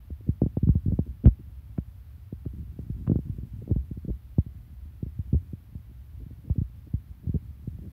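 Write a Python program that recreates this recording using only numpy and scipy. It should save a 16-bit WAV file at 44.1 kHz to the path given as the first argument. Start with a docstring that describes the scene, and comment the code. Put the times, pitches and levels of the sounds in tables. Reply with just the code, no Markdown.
"""A hand shifts its hold on a phone case: dull bumps sweep downwards and boom briefly, a few with a faint tick.
Each bump is a push that the case spreads into a falling sweep, with a snap and a low ring added.
Three heavier lurches swing low, and short bursts of tiny slips make the scuffs.
Underneath are an unevenly throbbing rumble, soft rubbing and microphone hiss, all from random numbers.
The room is quiet: a cat is stroked on a blanket close by, but no layer plays the cat itself."""
import sys
import numpy as np
from scipy import signal
from scipy.fft import rfft, irfft, next_fast_len
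from scipy.io import wavfile
from scipy.ndimage import map_coordinates

SR = 44100
rng = np.random.default_rng(int(sys.argv[2]) if len(sys.argv) > 2 else 0)


def dump_mix(stems):
    """Bounce the given channels to the path in sys.argv[1] as a 16-bit WAV at rate SR."""
    frames = np.atleast_2d(stems).T  # one column per channel
    limited = np.clip(frames, -1, 1)  # hard clip at full scale
    pcm = np.round(limited * 32767).astype(np.int16)
    wavfile.write(sys.argv[1], SR, pcm)


N = 349272  # length of the scene [samples]


def amp(db):
    """Turn decibels into a gain."""
    return 10 ** (np.asarray(db) / 20)


def unit(x):
    """Scale to an rms (average strength) of 1."""
    return x / np.sqrt(np.mean(x ** 2) + 1e-20)


def peak_one(x):
    """Scale so that the highest peak is 1."""
    return x / np.abs(x).max()


def add(track, s, sound):
    """Mix a sound into the track from time s."""
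    start = max(round(s * SR), 0)
    part = track[start:start + len(sound)]
    part += sound[:len(part)]


def filtered(x, response):
    """Filter x by a complex response, given as a function of frequency."""
    m = next_fast_len(len(x) + 8192)  # spare room, so that tails do not wrap round to the start
    hz = np.fft.rfftfreq(m, 1 / SR)
    return irfft(rfft(x, m) * response(hz), m)[:len(x)]


def colour(x, spectrum):
    """Shape x by (frequency, level) points and bring it to rms 1."""
    point_hz, point_db = np.transpose(spectrum)

    def response(hz):
        return amp(np.interp(np.log(hz + 1), np.log(point_hz), point_db))

    return unit(filtered(x, response))


def noise(spectrum, size):
    """Make steady coloured noise of rms 1."""
    return colour(rng.standard_normal(size), spectrum)


def high_pass(hz, corner_hz, q):
    """Response of a second-order bass cut; a high q makes it resonate at the corner."""
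    s = 1j * hz / corner_hz
    return s * s / (1 + s / q + s * s)


def wobble(per_s):
    """Draw a smooth random curve with so many knots a second."""
    knots = rng.standard_normal(int(N * per_s / SR) + 4)
    return map_coordinates(knots, [np.arange(N) * per_s / SR])


def case(hz, hardness_hz, thin_hz, corner_hz=66, q=1.89, thin_q=0.56, bending_hz=1.606):
    """What the microphone gets from one soft push on the case."""
    contact = np.exp(-hz / hardness_hz)  # soft skin passes little treble
    bending = np.exp(-1j * np.sqrt(hz / bending_hz))  # high bending waves arrive first: a falling sweep
    return contact * high_pass(hz, thin_hz, thin_q) * high_pass(hz, corner_hz, q) * bending


# colour of the microphone's hiss: (frequency [Hz], relative level [dB per Hz])
HISS_COLOUR = [(20, -2.5), (300, 9.5), (600, 9), (1200, 6), (2000, 3.5), (3300, 0), (5000, -5.5),
               (7000, -13.5), (8500, -12), (11000, -3.5), (12700, 1.5), (14000, -1), (15000, 0.5),
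               (20000, -20.5)]


def hiss(level_db=-69):
    """The microphone's hiss: steady random noise, coloured by the table."""
    return amp(level_db) * noise(HISS_COLOUR, N)


# how restless the grip is: (time [s], level [dB]), the rubbing before its overall boost
GRIP_RESTLESSNESS = [(0.0, -69.5), (0.15, -69.5), (0.55, -55), (0.84, -58), (0.99, -51.5), (1.19, -65),
                     (1.45, -63.5), (2.32, -71), (2.6, -50), (3.64, -52.5), (4.19, -65.5), (4.61, -62),
                     (5.45, -60), (6.15, -65.5), (6.46, -62), (6.57, -63.5), (7.7, -57.5), (7.92, -50.5)]


def restlessness_db(s):
    """Restlessness of the grip at time s, in straight lines between the table's points."""
    return np.interp(s, *np.transpose(GRIP_RESTLESSNESS))


# colour of the low rumble: (frequency [Hz], relative level [dB per Hz])
RUMBLE_COLOUR = [(20, -21.5), (32, -15.5), (45, -6), (62, 4.5), (85, -1), (120, -5), (170, -32.5),
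                 (260, -31.5), (600, -60)]


def rumble(restless_db, grip, mean_db=-44.5, follows=0.25, throb_db=2.5):
    """Low noise that throbs with the grip and swells a little (follows, dB per dB) when it is restless."""
    level_db = mean_db + follows * (restless_db - restless_db.mean())
    return amp(level_db + throb_db * grip) * noise(RUMBLE_COLOUR, N)


def rubbing(restless_db, grip, boost_db=7.0, slips_per_s=190, spread_db=4.5,
            hardness_hz=68, thin_hz=240, catch_db=2.5):
    """Many small slips of skin at random moments, each pushing the case one way or the other."""
    happens = rng.random(N) < slips_per_s / SR
    strength = amp(spread_db * rng.standard_normal(N))
    slips = happens * strength * rng.choice([-1, 1], N)
    through_case = unit(filtered(slips, lambda hz: case(hz, hardness_hz, thin_hz)))
    return amp(restless_db + boost_db + catch_db * grip) * through_case


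def ground():
    """The rumble and the rubbing, which swell together as the grip wavers."""
    restless_db = restlessness_db(np.arange(N) / SR)
    grip = np.tanh(wobble(22))  # the pressure of the hand stays within bounds
    return rumble(restless_db, grip) + rubbing(restless_db, grip)


# colour of a tick: (frequency [Hz], relative level [dB per Hz])
TICK_COLOUR = [(300, -5.5), (700, 8.5), (1300, -2.5), (2000, -14), (3100, -22.5), (4000, -32.5),
               (6000, -55.5)]
# small dry ticks of the case, most of them close to a bump: (time [s], peak level [dB])
TICK_TIMES = [(0.416, -45), (.689, -39), (1.247, -52.5), (1.256, -26.5), (1.271, -37), (1.778, -43.5),
              (1.781, -38), (2.454, -49), (3.068, -44), (3.075, -36.5), (3.098, -41.5), (3.116, -38.5),
              (3.159, -43), (3.704, -57), (6.501, -52)]


def ticks(grit=0.12, t60=0.017, bending_hz=3, size=2048):
    """Small dry ticks: one crack with a gritty tail, its high part arriving first as in the bumps."""
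    track = np.zeros(N)
    lead = 0.005  # silence kept ahead of the crack [s]
    t = np.arange(size) / SR
    for s, db in TICK_TIMES:
        tail = grit * rng.standard_normal(size) * amp(-60 * t / t60)
        crack = np.pad((t == 0) + tail, (round(lead * SR), 0))
        swept = filtered(crack, lambda hz: np.exp(-1j * np.sqrt(hz / bending_hz)))
        tick = peak_one(colour(swept, TICK_COLOUR))
        add(track, s - lead - 0.001, amp(db) * tick)  # 1 ms early, as the sweep delays the sound
    return track


# skin drags over the case: (time [s], length [s], peak level [dB])
SCUFF_TIMES = [(0.201, 0.01, -43), (0.261, 0.022, -29.5), (0.66, 0.025, -30.5), (0.743, 0.027, -32),
               (0.868, 0.095, -32.5), (0.911, 0.017, -31), (1.052, 0.028, -39), (1.232, 0.026, -19),
               (1.271, 0.015, -21.5), (1.383, 0.027, -37), (2.445, 0.024, -33), (3.062, 0.095, -25),
               (3.611, 0.017, -30.5), (3.682, 0.047, -21), (4.074, 0.034, -27), (5.33, 0.034, -33.5),
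               (5.901, .015, -43.5), (6.185, 0.062, -41), (6.3, 0.013, -41), (6.432, 0.063, -38),
               (6.551, 0.014, -33.5), (6.862, 0.018, -38.5), (7.222, 0.053, -38), (7.343, 0.02, -27),
               (7.806, 0.082, -35)]


def scuffs(hardness_hz=115, thin_hz=190, size=8192):
    """Short drags: a dense swell of tiny slips that sounds through the case."""
    track = np.zeros(N)
    t = np.arange(size) / SR
    for s, length, db in SCUFF_TIMES:
        swell = np.sin(np.pi * np.clip(t / length, 0, 1))
        slips = rng.standard_normal(size) * swell
        scuff = peak_one(filtered(slips, lambda hz: case(hz, hardness_hz, thin_hz)))
        add(track, s, amp(db) * scuff)
    return track


# the whole phone lurches in the hand: (time [s], peak level [dB])
LURCH_TIMES = [(0.694, -17.5), (1.26, -13.5), (6.503, -17)]


def lurches(swing_hz=65, rise=0.0062, t60=0.05, size=8192):
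    """A heavy swing of the phone against the palm, which damps it quickly (60 dB in t60 seconds)."""
    track = np.zeros(N)
    t = np.arange(size) / SR
    shape = (1 - np.exp(-(t / rise) ** 2)) * amp(-60 * t / t60)
    swing = peak_one(np.sin(2 * np.pi * swing_hz * t) * shape)
    for s, db in LURCH_TIMES:
        add(track, s, amp(db) * swing)
    return track


# fingers bump the case; snap and ring levels are relative to the push, the ring before its overall boost:
# (time [s], push peak level [dB], contact hardness [Hz], snap level [dB], ring level [dB])
BUMP_TIMES = [(0.102, -32, 127, -22, 13.5), (0.287, -12.5, 75.5, -41, -16), (0.416, -10.5, 136, -17.5, -31),
              (0.432, -15.5, 107, -42.5, -32), (0.46, -17, 105, -20, -4), (0.568, -16.5, 105, -11.5, -10.5),
              (0.628, -12.5, 74, -45, -26), (0.669, -14, 78, -36, -33), (0.688, -8, 72, -32.5, -6),
              (0.751, -12, 64, -29, -8.5), (0.858, -16.5, 75, -48, 5.5), (0.879, -16.5, 80, -33, -32),
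              (0.919, -17.5, 98, -26, -12), (0.93, -21, 80, -36, -0.5), (0.988, -13, 109, -15, -8.5),
              (1.073, -31.5, 81, -38, 11.5), (1.254, -5.5, 52, -12.5, -11), (1.27, -7, 80, -20, -1.5),
              (1.781, -17, 100, -26, -1.5), (2.324, -25, 117, -28, -21), (2.459, -22.5, 95, -41, -16),
              (2.533, -34.5, 90, -37, -10), (2.788, -27, 105, -18, -15), (2.897, -21.5, 80, -48, 6),
              (3.073, -17, 67, -18.5, -15.5), (3.095, -13, 120, -50, -29), (3.114, -13, 110, -46, -30),
              (3.155, -15, 118, -46, -35.5), (3.187, -23, 110, -22, -5), (3.293, -21, 58, -50, 5.5),
              (3.382, -27, 95, -52, 3.5), (3.429, -29, 83, -46, -20), (3.675, -30, 128, -15, -22),
              (3.709, -12.5, 92, -22.5, -7), (3.759, -17, 81.5, -22.5, 6), (3.91, -24.5, 94, -43, -11),
              (3.971, -28.5, 96, -44, -15), (4.046, -27, 105, -49, -23), (4.078, -25, 95, -38, 11),
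              (4.1, -28.5, 88, -13, -4), (4.381, -10, 79, -20.5, -15), (4.461, -29, 71, -30, 2),
              (5.026, -21.5, 106, -50, 1), (5.061, -31, 99, -25, 4), (5.188, -22.5, 56, -34.5, -9),
              (5.327, -12.5, 78.5, -36, -22), (5.342, -17.5, 96, -22.5, 7.5), (5.53, -26, 94, -52, -9),
              (5.749, -28, 58, -24, -12), (6.261, -32, 75.4, -40, -10), (6.497, -20.5, 62, -16.5, -9.5),
              (6.578, -15.5, 67.6, -40, -27), (6.612, -17, 71, -44, 0), (6.936, -16, 58.5, -32, -2.5),
              (7.267, -22.5, 55.5, -28, -17), (7.29, -18.5, 73, -33, -7.5), (7.34, -17, 86, -36, -17),
              (7.353, -22, 94, -46, -1), (7.673, -22.5, 87, -43, 2), (7.785, -33, 54.5, -15.5, -13)]


def bumps(thin_hz=161, grit=0.012, grit_t60=0.05, snap_hardness_hz=150, snap_thin_hz=650,
          ring_hz=65, ring_t60=0.13, ring_rise=0.022, ring_boost_db=3, size=8192):
    """A short falling sweep roughened by slipping skin, with a sharper snap and a low ring of the held phone."""
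    track = np.zeros(N)
    hz = np.fft.rfftfreq(size, 1 / SR)
    lead = 0.02  # silence kept ahead of the push [s]
    delay = np.exp(-2j * np.pi * hz * lead)  # a single click, placed after the lead
    t = np.maximum(np.arange(size) / SR - lead, 0)  # time since the push
    ring_shape = (1 - np.exp(-(t / ring_rise) ** 2)) * amp(-60 * t / ring_t60)
    snap_response = case(hz, snap_hardness_hz, snap_thin_hz) * high_pass(hz, snap_thin_hz, 0.14)
    snap = peak_one(irfft(snap_response * delay, size))
    detunes = rng.standard_normal(len(BUMP_TIMES))
    for (s, db, hardness_hz, snap_db, ring_db), detune in zip(BUMP_TIMES, detunes):
        slips = grit * rng.standard_normal(size) * (t > 0) * amp(-60 * t / grit_t60)
        push_spectrum = case(hz, hardness_hz, thin_hz) * (delay + rfft(slips))
        push = peak_one(irfft(push_spectrum, size))
        bump_ring_hz = ring_hz * np.exp(0.14 * detune)  # each bump rings at a slightly different pitch
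        ring = ring_shape * np.sin(2 * np.pi * bump_ring_hz * t)
        bump = amp(snap_db) * snap + amp(ring_db + ring_boost_db) * ring - push
        add(track, s - lead, amp(db) * bump)
    return track


def scene():
    """Everything reaches one microphone directly, without room sound."""
    handling = ground() + ticks() + scuffs() + lurches() + bumps()
    return (handling + hiss())[None]


def record(dry, bass_hz=50, bass_q=0.96, top_hz=15720):
    """The phone cuts the deepest bass, starts and stops softly, and drops everything from top_hz up."""
    sound = filtered(dry[0], lambda hz: high_pass(hz, bass_hz, bass_q))
    fade = signal.windows.tukey(N, 0.001)  # about 4 ms at each end
    return filtered(sound * fade, lambda hz: hz < top_hz)[None]


dry = scene()
out = record(dry)
dump_mix(out)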